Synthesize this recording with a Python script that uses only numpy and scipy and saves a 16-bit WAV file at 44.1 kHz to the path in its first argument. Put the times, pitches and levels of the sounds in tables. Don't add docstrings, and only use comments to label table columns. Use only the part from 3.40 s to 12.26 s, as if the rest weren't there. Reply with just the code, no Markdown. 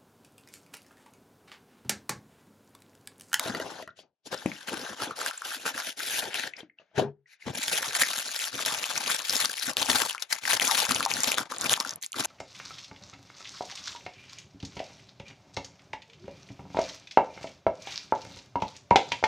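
import sys
import numpy as np
from scipy import signal
from scipy.fft import rfft, irfft, next_fast_len
from scipy.io import wavfile
from scipy.ndimage import uniform_filter1d

SR = 44100
rng = np.random.default_rng(int(sys.argv[2]) if len(sys.argv) > 2 else 0)


def inscribe(sig):
    pcm = np.round(np.clip(np.atleast_2d(sig).T, -1, 1) * 32767)
    wavfile.write(sys.argv[1], SR, pcm.astype(np.int16))


def volts_from_decibels(level):
    exponent = np.asarray(level, float) / 20
    return 10 ** exponent


N = 390726
SWAP_S = 4.05


def evened(x):
    return x / np.sqrt(np.mean(x ** 2) + 1e-20)


def read(points, hz):
    f, value = np.transpose(points)
    return np.interp(np.log(hz + 1), np.log(f + 1), value)


def add(mix, s, sound):
    part = mix[..., round(s * SR):][..., :sound.shape[-1]]
    part += sound[..., :part.shape[-1]]


def colour(x, points):
    hz = np.fft.rfftfreq(1024, 1 / SR)
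    response = np.roll(irfft(volts_from_decibels(read(points, hz))), 512) * np.hanning(1024)
    return signal.oaconvolve(x, response[None], "same", axes=1)


def ring(modes, bright_db=0):
    t = np.arange(SR // 3) / SR
    out = np.zeros(len(t))
    for hz, db, t60 in modes:
        level_db = db + bright_db * np.log10(hz / modes[0][0]) - 60 * t / t60
        out += volts_from_decibels(level_db) * np.sin(2 * np.pi * hz * t)
    return out


def crease(noise, hz, t60, tuned, sharp, rise):
    t = np.arange(noise.shape[1]) / SR
    burst = noise * volts_from_decibels(-60 * t / t60) * np.minimum(t / rise, 1)
    peak = signal.iirpeak(np.clip(hz, 50, 15000), sharp, SR)
    rung = signal.lfilter(*peak, signal.lfilter(*peak, burst))
    out = (1 - tuned) * burst / abs(burst).max() + tuned * rung / abs(rung).max()
    return out / abs(out).max(1)[:, None]


def moves(t, release_db_per_s, per_crackle=1, per_weight=0):
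    # start_s, length_s, final_crackle_db, swell_db, weight_db
    lifts = [(0, 0.074, -36, 8, -6.5), (0.095, 0.33, -50, -6.5, 1), (0.477, 0.016, -64.5, 12, 12),
             (0.569, 0.034, -53.5, 3.5, 2), (0.861, 0.014, -47, -0.5, -15), (0.923, 0.0032, -36, -0.5, 1),
             (0.964, 0.28, -49.5, -1, -16), (3.152, 0.04, -49, 20, -14), (3.387, 0.018, -64.5, 6, -3),
             (3.428, 0.13, -77.5, 4, -11), (3.56, 0.036, -37.5, 11.5, 12.5), (3.874, 0.06, -57, 11, -40),
             (4.005, 0.063, -56.5, 3.5, -28)]
    shakes = [(1.272, 0.015, -35, 11, -10.5), (1.32, 0.21, -44, -4, -5), (1.563, 0.073, -33, 18, -5.5),
              (1.629, 0.084, -46.5, 14.5, -2), (1.763, 0.12, -34.5, 7.5, -12.5),
              (1.933, 0.27, -56.5, -9.5, -23.5), (2.05, 0.11, -38, 0.5, -21),
              (2.2, 0.1, -51.5, -8.5, -19.5), (2.26, 0.023, -32, 0, -12.5),
              (2.341, 0.056, -34.5, 9.5, -14.5), (2.433, 0.057, -34.5, 4.5, -21),
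              (2.577, 0.22, -30.5, 9, -25.5), (2.831, 0.14, -52.5, -15, -8.5),
              (2.951, 0.12, -42.5, -7.5, -14)]
    pulls = [(4.067, 0.087, -53.5, -5.5, -1), (4.144, 0.24, -32.5, 10, -24.5),
             (4.423, 0.19, -46.5, -9, -24.5), (4.546, 0.02, -31.5, 3.5, -25),
             (4.597, 0.046, -33, -4, -28.5), (4.67, 0.15, -37.5, 0.5, -29.5), (4.854, 0.22, -37, 5, -31),
             (5.121, 0.091, -35, 12.5, -21.5), (5.258, 0.11, -40, -7.5, -22.5), (5.38, 0.33, -39, 1, -23.5),
             (5.699, 0.12, -43, -12, -23.5), (5.843, 0.13, -31.5, 9.5, -29.5),
             (6.002, 0.14, -44, -12.5, -31), (6.155, 0.11, -36.5, 8, -36.5),
             (6.281, 0.039, -44.5, -7.5, -17.5)]
    spreads = [(6.38, 0.14, -39.5, -5, -24.5), (6.488, 0.14, -32.5, -0.5, -23),
               (6.645, 0.087, -54.5, -16, -36.5), (6.691, 0.068, -54, -15, -37),
               (6.801, 0.028, -46, 3, -42), (6.896, 0.033, -33, 18, -33), (6.985, 0.012, -54.5, -7.5, -43),
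               (7.015, 0.11, -26.5, 24, -27), (7.154, 0.015, -36.5, -1, -22.5),
               (7.212, 0.23, -32, 1.5, -24), (7.492, 0.16, -43.5, -11, -21), (7.684, 0.24, -35, 6, -21.5),
               (7.873, 0.046, -41.5, -7, -17), (7.981, 0.025, -40, -8.5, -19), (8.032, 0.026, -53, 24, -3),
               (8.103, 0.063, -48, -2.5, -13), (8.191, 0.07, -35, 14.5, -19.5),
               (8.302, 0.021, -29.5, 3.5, -26.5), (8.328, 0.04, -45, 17.5, -35.5),
               (8.409, 0.005, -41, -9, -22.5), (8.458, 0.07, -52.5, -6, -16),
               (8.513, 0.069, -65.5, 8.5, -1), (8.629, 0.026, -51, -6.5, -70),
               (8.74, 0.059, -33.5, 20, -19), (8.803, 0.069, -35, 12, -24.5)]
    attack_db_per_s, still_db = 1398, -102
    start, length, db, swell, weight = np.transpose(lifts + shakes + pulls + spreads)[..., None]
    progress = np.clip((t - start) / np.maximum(length, .005), 0, 1)
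    held = db - swell * (1 - progress)
    held -= attack_db_per_s * np.maximum(start - t, 0)
    held -= release_db_per_s * np.maximum(t - start - length, 0)
    level = per_crackle * (held + 40) - 40 + per_weight * weight
    return 10 * np.log10((volts_from_decibels(level) ** 2).sum(0) + volts_from_decibels(still_db) ** 2)


def small_creases(force):
    per_s, count = 1600, 20
    spread_db, clump_db, rub = 3.5, 3.5, 0.28
    clumps = evened(uniform_filter1d(uniform_filter1d(rng.standard_normal(N), 500), 200))
    size_db = spread_db * np.minimum(rng.exponential(1, N), 3.4) + clump_db * np.minimum(clumps, 1.8)
    size = volts_from_decibels(size_db) * (rng.random(N) < per_s / SR)
    kind, out = rng.integers(0, count, N), np.zeros((2, N))
    for k, hz in enumerate(np.geomspace(250, 12000, count)):
        grain = crease(rng.standard_normal((2, 512)), hz, t60=.0022, tuned=.22, sharp=2.3, rise=.0004)
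        grain /= np.linalg.norm(grain[0])
        out += signal.oaconvolve((size * (kind == k))[None], grain, axes=1)[:, :N]
    slide = np.where(np.arange(N) / SR < SWAP_S, 2.5, 1)
    crackle = force * evened(out + volts_from_decibels(-17.5) * room(out))
    return crackle + rub * slide * rng.standard_normal((2, N))


def crinkle():
    hands_hz = [230, 900, 2100, 6500, 11000]
    # pitch_hz, level_db
    card = [(70, 6), (140, 4), (400, 1.5), (700, 0), (1120, -5), (1550, 5.5), (1950, 3), (2250, 2),
            (3000, 4), (7500, -3.5), (11000, -12), (13500, -22), (16000, -20)]
    # pitch_hz, level_db
    sheet = [(70, 22), (130, 20), (400, 6), (700, 7), (1000, 2), (1500, 7.5), (4000, 5.5), (7500, 1.5),
             (11000, -9.5), (13500, -19.5), (16000, -16)]
    # start_s, stop_s, pitch_hz,
    # width_hz, level_db
    cavity = [
        (8.03, 12, 1800, 450, -1),
        (8.03, 8.6, 1060, 560, 2),
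        (3.85, 4.05, 3150, 300, -10),
        (2.6, 4.4, 2300, 200, 4),
        (2.45, 4.4, 1170, 230, -8),
        (2.9, 4.1, 2800, 2100, 4),
        (0.54, 0.88, 1600, 630, -10),
        (0.42, 0.63, 830, 530, -21.5),
        (6.4, 7.5, 880, 160, 4.5),
    ]
    bumpy_db, patchy_db, cavity_wander = 7.5, 2.5, 0.027
    release, low_release = 386.5, 311.5
    s = np.arange(0, N / SR + .1, .002)
    crackle = moves(s, release)
    thump = moves(s, low_release, per_weight=0.97) + 6
    knuckles = evened(uniform_filter1d(rng.standard_normal(len(s)), size=24))
    thump += bumpy_db * np.minimum(knuckles, 1)
    body = moves(s, low_release, per_weight=0.59) + 15
    fizz = moves(s, release, per_crackle=1.37, per_weight=-0.19) + 0.5
    upper = crackle + 0.26 * np.minimum(crackle + 48, 0)

    force = np.clip((np.interp(np.arange(N) / SR, s, crackle) + 62) / 18, .05, 1)
    hz, t, z = signal.stft(small_creases(force), SR, nperseg=512, noverlap=384)
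    slow_power = uniform_filter1d(uniform_filter1d(abs(z[0]) ** 2, 24, 1), 40, 0)
    z /= np.sqrt(slow_power + 1e-20)
    levels = [np.interp(t, s, layer) for layer in (thump, body, crackle, upper, fizz)]
    shares = [np.interp(np.log(hz + 1), np.log(hands_hz), row) for row in np.eye(len(levels))]
    field_db = np.transpose(shares) @ np.array(levels)

    field_db += np.where(t < SWAP_S, read(card, hz)[:, None], read(sheet, hz)[:, None])
    wander = 1 + cavity_wander * evened(uniform_filter1d(rng.standard_normal(len(t)), size=40))
    for start, stop, cavity_hz, width, cavity_db in cavity:
        hump = np.exp(-((hz[:, None] - cavity_hz * wander) / width) ** 2)
        field_db += cavity_db * hump * (t > start) * (t < stop)
    patches = evened(uniform_filter1d(uniform_filter1d(rng.standard_normal(z[0].shape), 7, 0), 9, 1))
    field_db += patchy_db * patches * np.minimum(hz / 900, 1)[:, None]
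    return signal.istft(z * volts_from_decibels(field_db - 19.0), SR, nperseg=512, noverlap=384)[1][:, :N]


def snaps():
    # start_s, peak_db, ring_hz
    card_snaps = [(0.9268, -21.5, 1520), (1.0605, -15, 2440), (1.1157, -21, 2040), (1.2835, -48, 2750),
                  (1.7085, -19.5, 1310), (1.9107, -16, 1480), (1.9756, -33.5, 7400), (2.019, -18, 1410),
                  (2.2612, -17, 1250), (2.2775, -15, 1550), (2.378, -13, 1550), (2.7902, -11, 3230),
                  (2.9313, -22, 2870), (2.996, -11, 2220), (3.1356, -20.5, 2300), (3.2964, -41.5, 2090),
                  (3.3847, -36, 2820), (3.8574, -49, 1990), (4.0632, -39, 902)]
    tissue_snaps = [(4.3447, -15.5, 2000), (4.429, -7.5, 1490), (4.5969, -14, 2190), (4.6182, -4.5, 1940),
                    (4.634, -4, 1870), (4.687, -9, 3330), (5.165, -23, 5980), (5.2508, -10, 3380),
                    (5.4403, -6.5, 2700), (5.4556, -13, 3970), (5.5629, -15, 2200), (5.6613, -11.5, 2980),
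                    (5.7003, -8.5, 1430), (5.896, -5.5, 4800), (5.926, -12, 5070), (5.966, -7, 4830),
                    (6.0564, -7, 5000),
                    (6.369, 0, 3350), (6.428, -3, 3460), (6.489, -9, 1330), (6.557, -4, 3700),
                  (6.619, -7, 3760), (6.697, -6, 3200), (6.748, -11.5, 1300), (6.8235, -7, 4100),
                  (6.9292, -6, 4570), (7.024, -29, 3080), (7.053, -10, 2130), (7.077, -10, 1680),
                  (7.104, -7, 2150), (7.198, -2.5, 2880), (7.217, -6.5, 2100), (7.247, -9, 2280),
                  (7.2776, -10, 6250), (7.347, -6, 3000), (7.388, -10.5, 4830), (7.402, -6, 3660),
                  (7.509, -5, 1280), (7.547, -15, 6200), (7.562, -7, 3270), (7.606, -2.5, 1340),
                  (7.628, -5, 3020), (7.6615, 1.5, 920), (7.715, -4.5, 2580),
                    (7.805, -12.5, 5030), (7.834, -11.5, 6650), (7.8439, -6.5, 3570), (7.879, -10, 3400),
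                    (7.918, -1.5, 2790), (7.9815, -3, 1240), (7.9923, -9, 1340), (8.121, -8.5, 1170),
                    (8.217, -13, 4500), (8.3115, -12, 4500), (8.332, -9, 6800), (8.338, -0.5, 3120),
                    (8.3623, -19, 4840), (8.4015, -7.5, 4870), (8.4492, -11, 1400), (8.4832, -30, 5350),
                    (8.4933, -12.5, 4840), (8.5079, -18, 5160), (8.5587, -21.5, 10800), (8.614, -38, 6200),
                    (8.6266, -25, 6440), (8.6364, -17.5, 3980), (8.663, -23, 6960), (8.72, -25.5, 7000),
                    (8.7299, -15.5, 2980), (8.743, -17, 1330), (8.795, -13.5, 1330)]
    more_card_snaps = [
        (0.487, -34, 1440),
        (0.502, -48, 3700),
        (0.975, -31.5, 4820),
        (1.162, -32, 2989),
        (3.165, -34.5, 4900),
        (3.203, -29, 3500),
        (3.93, -44.5, 2060),
        (4.02, -33.5, 2130),
    ]
    shake_snaps = [(1.294, -16.5, 2800), (1.435, -36, 1360), (1.462, -26.5, 1520), (1.5977, -28, 1350),
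                   (1.62, -19, 1210), (1.6785, -28, 3380), (1.7634, -46, 1640), (1.7898, -13, 1400),
                   (1.8147, -12.5, 1370), (1.862, -5, 1420), (1.939, -34, 1530), (2.0526, -31, 1580),
                   (2.1137, -25.5, 1490), (2.134, -28, 1470), (2.254, -17, 1560), (2.339, -32, 1670),
                   (2.4007, -12.5, 1743), (2.5865, -30, 3840), (2.604, -12, 1560), (2.684, -24.5, 3430),
                   (2.823, -20, 1817), (2.8584, -33, 806), (2.9431, -10, 2850), (3.071, -27, 1880)]
    more_tissue_snaps = [(4.1627, -21, 1590), (4.2253, -14, 1990), (4.2888, -24, 2050), (4.323, -13.5, 3460),
                           (4.363, -18, 2850), (4.379, -18, 3360), (4.46, -18, 1460), (4.508, -17, 2150),
                           (4.553, -10, 1650), (4.6544, -18, 1780), (4.692, -18.5, 3370), (4.7113, -20.5, 3860),
                           (4.732, -12, 4300), (4.7405, -22, 5470), (4.7607, -16.5, 1980), (4.783, -24, 4400),
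                           (4.8272, -18, 2930), (4.8524, -29.5, 4430), (4.8906, -17.5, 1600), (4.945, -17, 2780),
                           (4.9987, -16, 2980), (5.04, -15, 4380), (5.0875, -22, 5040), (5.143, -29, 2900),
                           (5.1786, -26, 5960), (5.1917, -11, 1357), (5.2797, -14, 1770), (5.323, -12, 3290),
                           (5.357, -29.5, 5370), (5.3733, -22.5, 5810), (5.42, -25, 2910), (5.493, -24, 1650),
                           (5.5778, -11.5, 5420), (5.6363, -15, 2810), (5.67, -14, 3990), (5.721, -21, 2980),
                           (5.741, -20, 1730), (5.764, -20, 5000), (5.792, -13.5, 2910), (5.8198, -20.5, 6860),
                           (5.852, -18.5, 4040), (5.8715, -31, 5900), (5.9963, -15.5, 1240), (6.017, -17, 5000),
                           (6.1398, -20, 2800), (6.1769, -23, 2200), (6.197, -13, 4440), (6.2442, -18.5, 4560),
                           (6.2708, -23, 6540),
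                           (6.308, -29, 1750), (6.334, -21, 4820), (6.39, -10, 3670), (6.4667, -15, 2830),
                         (6.5011, -9, 1310), (6.5306, -24, 2790), (6.5874, -23, 1650), (6.6361, -10, 1230),
                         (6.708, -11, 2790), (6.729, -22, 5090), (6.7417, -33, 1370), (6.78, -18, 2220),
                         (6.7972, -29, 4250), (6.911, -25, 4520), (6.9622, -20, 2150), (7.037, -23, 1990),
                         (7.122, -7, 3000), (7.151, -6, 3550), (7.26, -11, 3200), (7.296, -7, 1290),
                         (7.3228, -15, 3320), (7.352, -7.5, 3500), (7.419, -9, 3000), (7.4523, -11, 4930),
                         (7.484, -20, 3520), (7.5192, -1.5, 3790), (7.5954, -12, 1350), (7.6517, -9, 4500),
                         (7.7014, -35, 2420), (7.738, -9, 4950), (7.9428, -7, 3360),
                           (8.0107, -9.5, 1000), (8.0555, -29, 1290), (8.1, -26, 1560), (8.163, -21, 4000),
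                           (8.184, -21, 7400), (8.2113, -16, 7200), (8.243, -16, 5070), (8.2704, -24, 5000),
                           (8.285, -19, 3480), (8.295, -3, 3530), (8.3758, -9, 940), (8.4084, -8, 1110),
                           (8.4741, -19, 5150), (8.511, -25, 5560), (8.536, -26, 5350), (8.6566, -31, 5470),
                           (8.767, -28.5, 1050), (8.8258, -15, 1250), (8.839, -19, 4600), (8.8544, -16.5, 7200)]
    # pitch_hz, level_db
    snap_spectrum = [(100, -52), (400, -2), (1200, 1.5), (4000, -1), (8000, 11.5), (12000, 0.5),
                     (16000, -10.5)]
    rows = card_snaps + tissue_snaps
    rows = rows + more_card_snaps + shake_snaps + more_tissue_snaps
    out, noise = np.zeros((2, N)), rng.standard_normal((len(rows), 2, 1024))
    noise[np.transpose(rows)[0] > SWAP_S + .05, :, 14] = 4
    for (s, db, hz), n in zip(rows, noise):
        t60 = .0065 * (hz / 2500) ** -.05
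        faint = np.clip(-(db + 14) / 12, 0, 1) * (s < SWAP_S)
        tuned = min(.45, hz / 4500) * (1 - faint) + faint
        sharp, rise = 2 + 4 * faint ** 2, .0003 + .004 * faint ** 2
        sound = crease(n, hz, t60 * (1 + faint), tuned, sharp, rise)
        top_hz = min((2.46 - faint) * hz, 20000)
        sound = signal.lfilter(*signal.butter(1 + 2 * round(faint), top_hz, fs=SR), sound)
        add(out, s, volts_from_decibels(db - 2.5) * sound)
    return colour(out, snap_spectrum)


def toy_part():
    # start_s, peak_db, brightness_db
    bounces = [
        (0.06, -26, 4),
        (0.075, -29, -7),
        (0.148, -19.5, 23),
        (0.199, -19.5, 7),
        (0.425, -31, 2),
        (0.476, -33.5, 13.5),
    ]
    # pitch_hz, level_db, t60_s
    part_modes = [(650, 0, .07), (1400, -5, .03), (1950, -6, .025), (2900, -14, .02), (4620, -24, .05)]
    # pitch_hz, level_db, t60_s
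    rock_modes = [(670, -43, .07), (2800, -54, .05), (3250, -52, .03), (4620, -52, .11)]
    out, noise = np.zeros(N), rng.standard_normal((len(bounces), 400))
    for (s, db, bright_db), n in zip(bounces, noise):
        scuff = n * volts_from_decibels(-60 * np.arange(400) / SR / .018)
        sound = signal.oaconvolve(scuff, ring(part_modes, bright_db))
        add(out, s, volts_from_decibels(db) * sound / abs(sound).max())
        add(out, s, volts_from_decibels(db - 8) * signal.lfilter([.3], [1, -.7], 2 * scuff))
    rub = noise[-1] / np.linalg.norm(noise[-1])
    add(out, .588, signal.oaconvolve(rub, ring(rock_modes)) * 2)
    return out


def box():
    # start_s, peak_db, wall_hz, t60_s
    knocks = [
        (0.929, -23, 520, 0.027),
        (1.0597, -11.5, 284, 0.028),
        (1.065, -31, 247, 0.059),
        (1.336, -26, 294, 0.039),
        (2.273, -47.5, 315, 0.054),
        (3.206, -43.5, 470, 0.043),
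        (3.232, -37, 313, 0.041),
        (3.399, -50.5, 640, 0.051),
        (3.417, -52.5, 590, 0.051),
        (3.515, -59.5, 645, 0.041),
    ]
    # start_s, blow_db, length_s
    landing = [
        (3.551, -43, 0.015),
        (3.577, -12, 0.0068),
        (3.603, -23.5, 0.068),
        (3.618, -20, 0.03),
    ]
    # pitch_hz, level_db, t60_s
    table_modes = [(70, -30, .14), (140, -1, .18), (230, -6, .07), (407, 4, .07), (650, -8, .045),
                   (890, -13, .04)]
    out, t = np.zeros(N), np.arange(4000) / SR
    for s, db, hz, t60 in knocks:
        wall = [(hz, 0, t60), (1.9 * hz, -6, 0.41 * t60), (1.0 * hz, -10, 0.19 * t60)]
        add(out, s, volts_from_decibels(db) * ring(wall))
    noise = rng.standard_normal((len(landing), len(t)))
    for (s, db, length), n in zip(landing, noise):
        blow = n * np.exp(-t / length) * (t < 4 * length)
        sound = signal.oaconvolve(blow, ring(table_modes))
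        add(out, s, volts_from_decibels(db - 4.5) * sound / abs(sound).max())
    return out


def room(x):
    # pitch_hz, t60_s
    decay = [(100, 0.26), (500, 0.23), (1000, 0.14), (2000, 0.17), (6000, 0.0083), (15000, 0.026)]
    taps = np.zeros((2, SR // 2))
    at = np.arange(150, SR // 2 - 20, 20)
    at = at + rng.integers(0, 20, (2, len(at)))
    np.put_along_axis(taps, at, rng.choice([-1., 1.], at.shape), 1)
    hz, t, z = signal.stft(taps, SR, nperseg=256)
    tail = signal.istft(z * volts_from_decibels(-60 * t / read(decay, hz)[:, None]), SR, nperseg=256)[1]
    return signal.fftconvolve(x, tail / np.linalg.norm(tail[0]), axes=1)[:, :N]


def noise_floor():
    # pitch_hz, level_db
    floor_spectrum = [(50, -23.5), (300, -11.5), (900, -21), (3000, -22), (16000, -41)]
    return volts_from_decibels(-100.5) * evened(colour(rng.standard_normal((2, N)), floor_spectrum))


def scene():
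    hands = crinkle()
    near = snaps() + toy_part()
    knocks = box()
    answer = volts_from_decibels(-14.0) * room(near + volts_from_decibels(-2.5) * knocks)
    return near + hands + answer + knocks + noise_floor()


def ports(dry):
    # pitch_hz, likeness_0_to_1
    port_alike = [(320, .97), (600, .66), (1000, .84), (2500, .68), (5500, .7), (7300, .9), (8200, .97),
                  (9500, .85), (10600, .98), (13000, .97), (14000, .955)]
    # pitch_hz, level_db
    port_db = [(60, 3.5), (400, 5.5), (1300, 3), (2400, 6), (5000, 5), (7500, 0), (16000, 0)]
    # pitch_hz, lead_rad
    port_turn = [(0, 0), (1300, .1), (2500, .6), (5200, .4), (6800, -1.0), (7600, -2.7), (8800, -3.5),
                 (10500, -6.0), (12900, -6.55), (13800, -9.1), (16500, -9.7)]
    # start_s, extra_left_over_right_db
    sideways = [
        (0, -1),
        (0.8, 1.5),
        (1.7, -1.5),
        (3.3, -0.5),
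        (3.7, 1.5),
        (4.2, -1),
        (6.8, 3),
        (8.8, -0.5),
    ]
    size = next_fast_len(N + 4096)
    hz = np.fft.rfftfreq(size, 1 / SR)
    left, other = rfft(dry, size) / (1 + (92 / (hz + 1)) ** 4)
    alike = read(port_alike, hz)
    right = alike * left + np.sqrt(1 - alike ** 2) * other
    right *= volts_from_decibels(-read(port_db, hz)) * np.exp(-1j * np.interp(hz, *np.transpose(port_turn)))
    lean = np.interp(np.arange(N) / SR, *np.transpose(sideways)) / 2
    return irfft(np.array([left, right]), size)[:, :N] * volts_from_decibels(np.array([lean, -lean]))


def treble_gaps(x):
    box_under_db, tissue_under_db, faint_db, jump_db = 10, 11, -93, 2.
    hz, t, z = signal.stft([x[0] + x[1], x[0] - x[1]], SR, nperseg=1024)
    power = (abs(z[:, :512]) ** 2).reshape(2, 32, 16, -1).mean(2)
    band_db = 10 * np.log10(uniform_filter1d(power, 3, 2) + 1e-20)
    treble_db = 10 * np.log10(power[:, 8:].sum((0, 1)) + 1e-20)
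    steady = np.diff(treble_db, prepend=0) < jump_db
    under_db = np.where(t < SWAP_S, box_under_db, tissue_under_db)
    lost = ((band_db < band_db[::-1] - under_db) & steady) | (band_db < faint_db)
    z[:, :512] *= 1 - np.repeat(lost, 16, axis=1) * (hz[:512, None] > 6900)
    z[:, hz > 15900] *= ~steady * (np.roll(steady, 1) & np.roll(steady, 2))
    mid, side = signal.istft(z, SR, nperseg=1024)[1][:, :N] / 2
    return np.array([mid + side, mid - side])


def band_limit(x):
    return signal.sosfilt(signal.butter(12, 16670, fs=SR, output="sos"), x)


def record(dry):
    mix = treble_gaps(ports(dry))
    return band_limit(mix)


dry = scene()
out = record(dry)
inscribe(out)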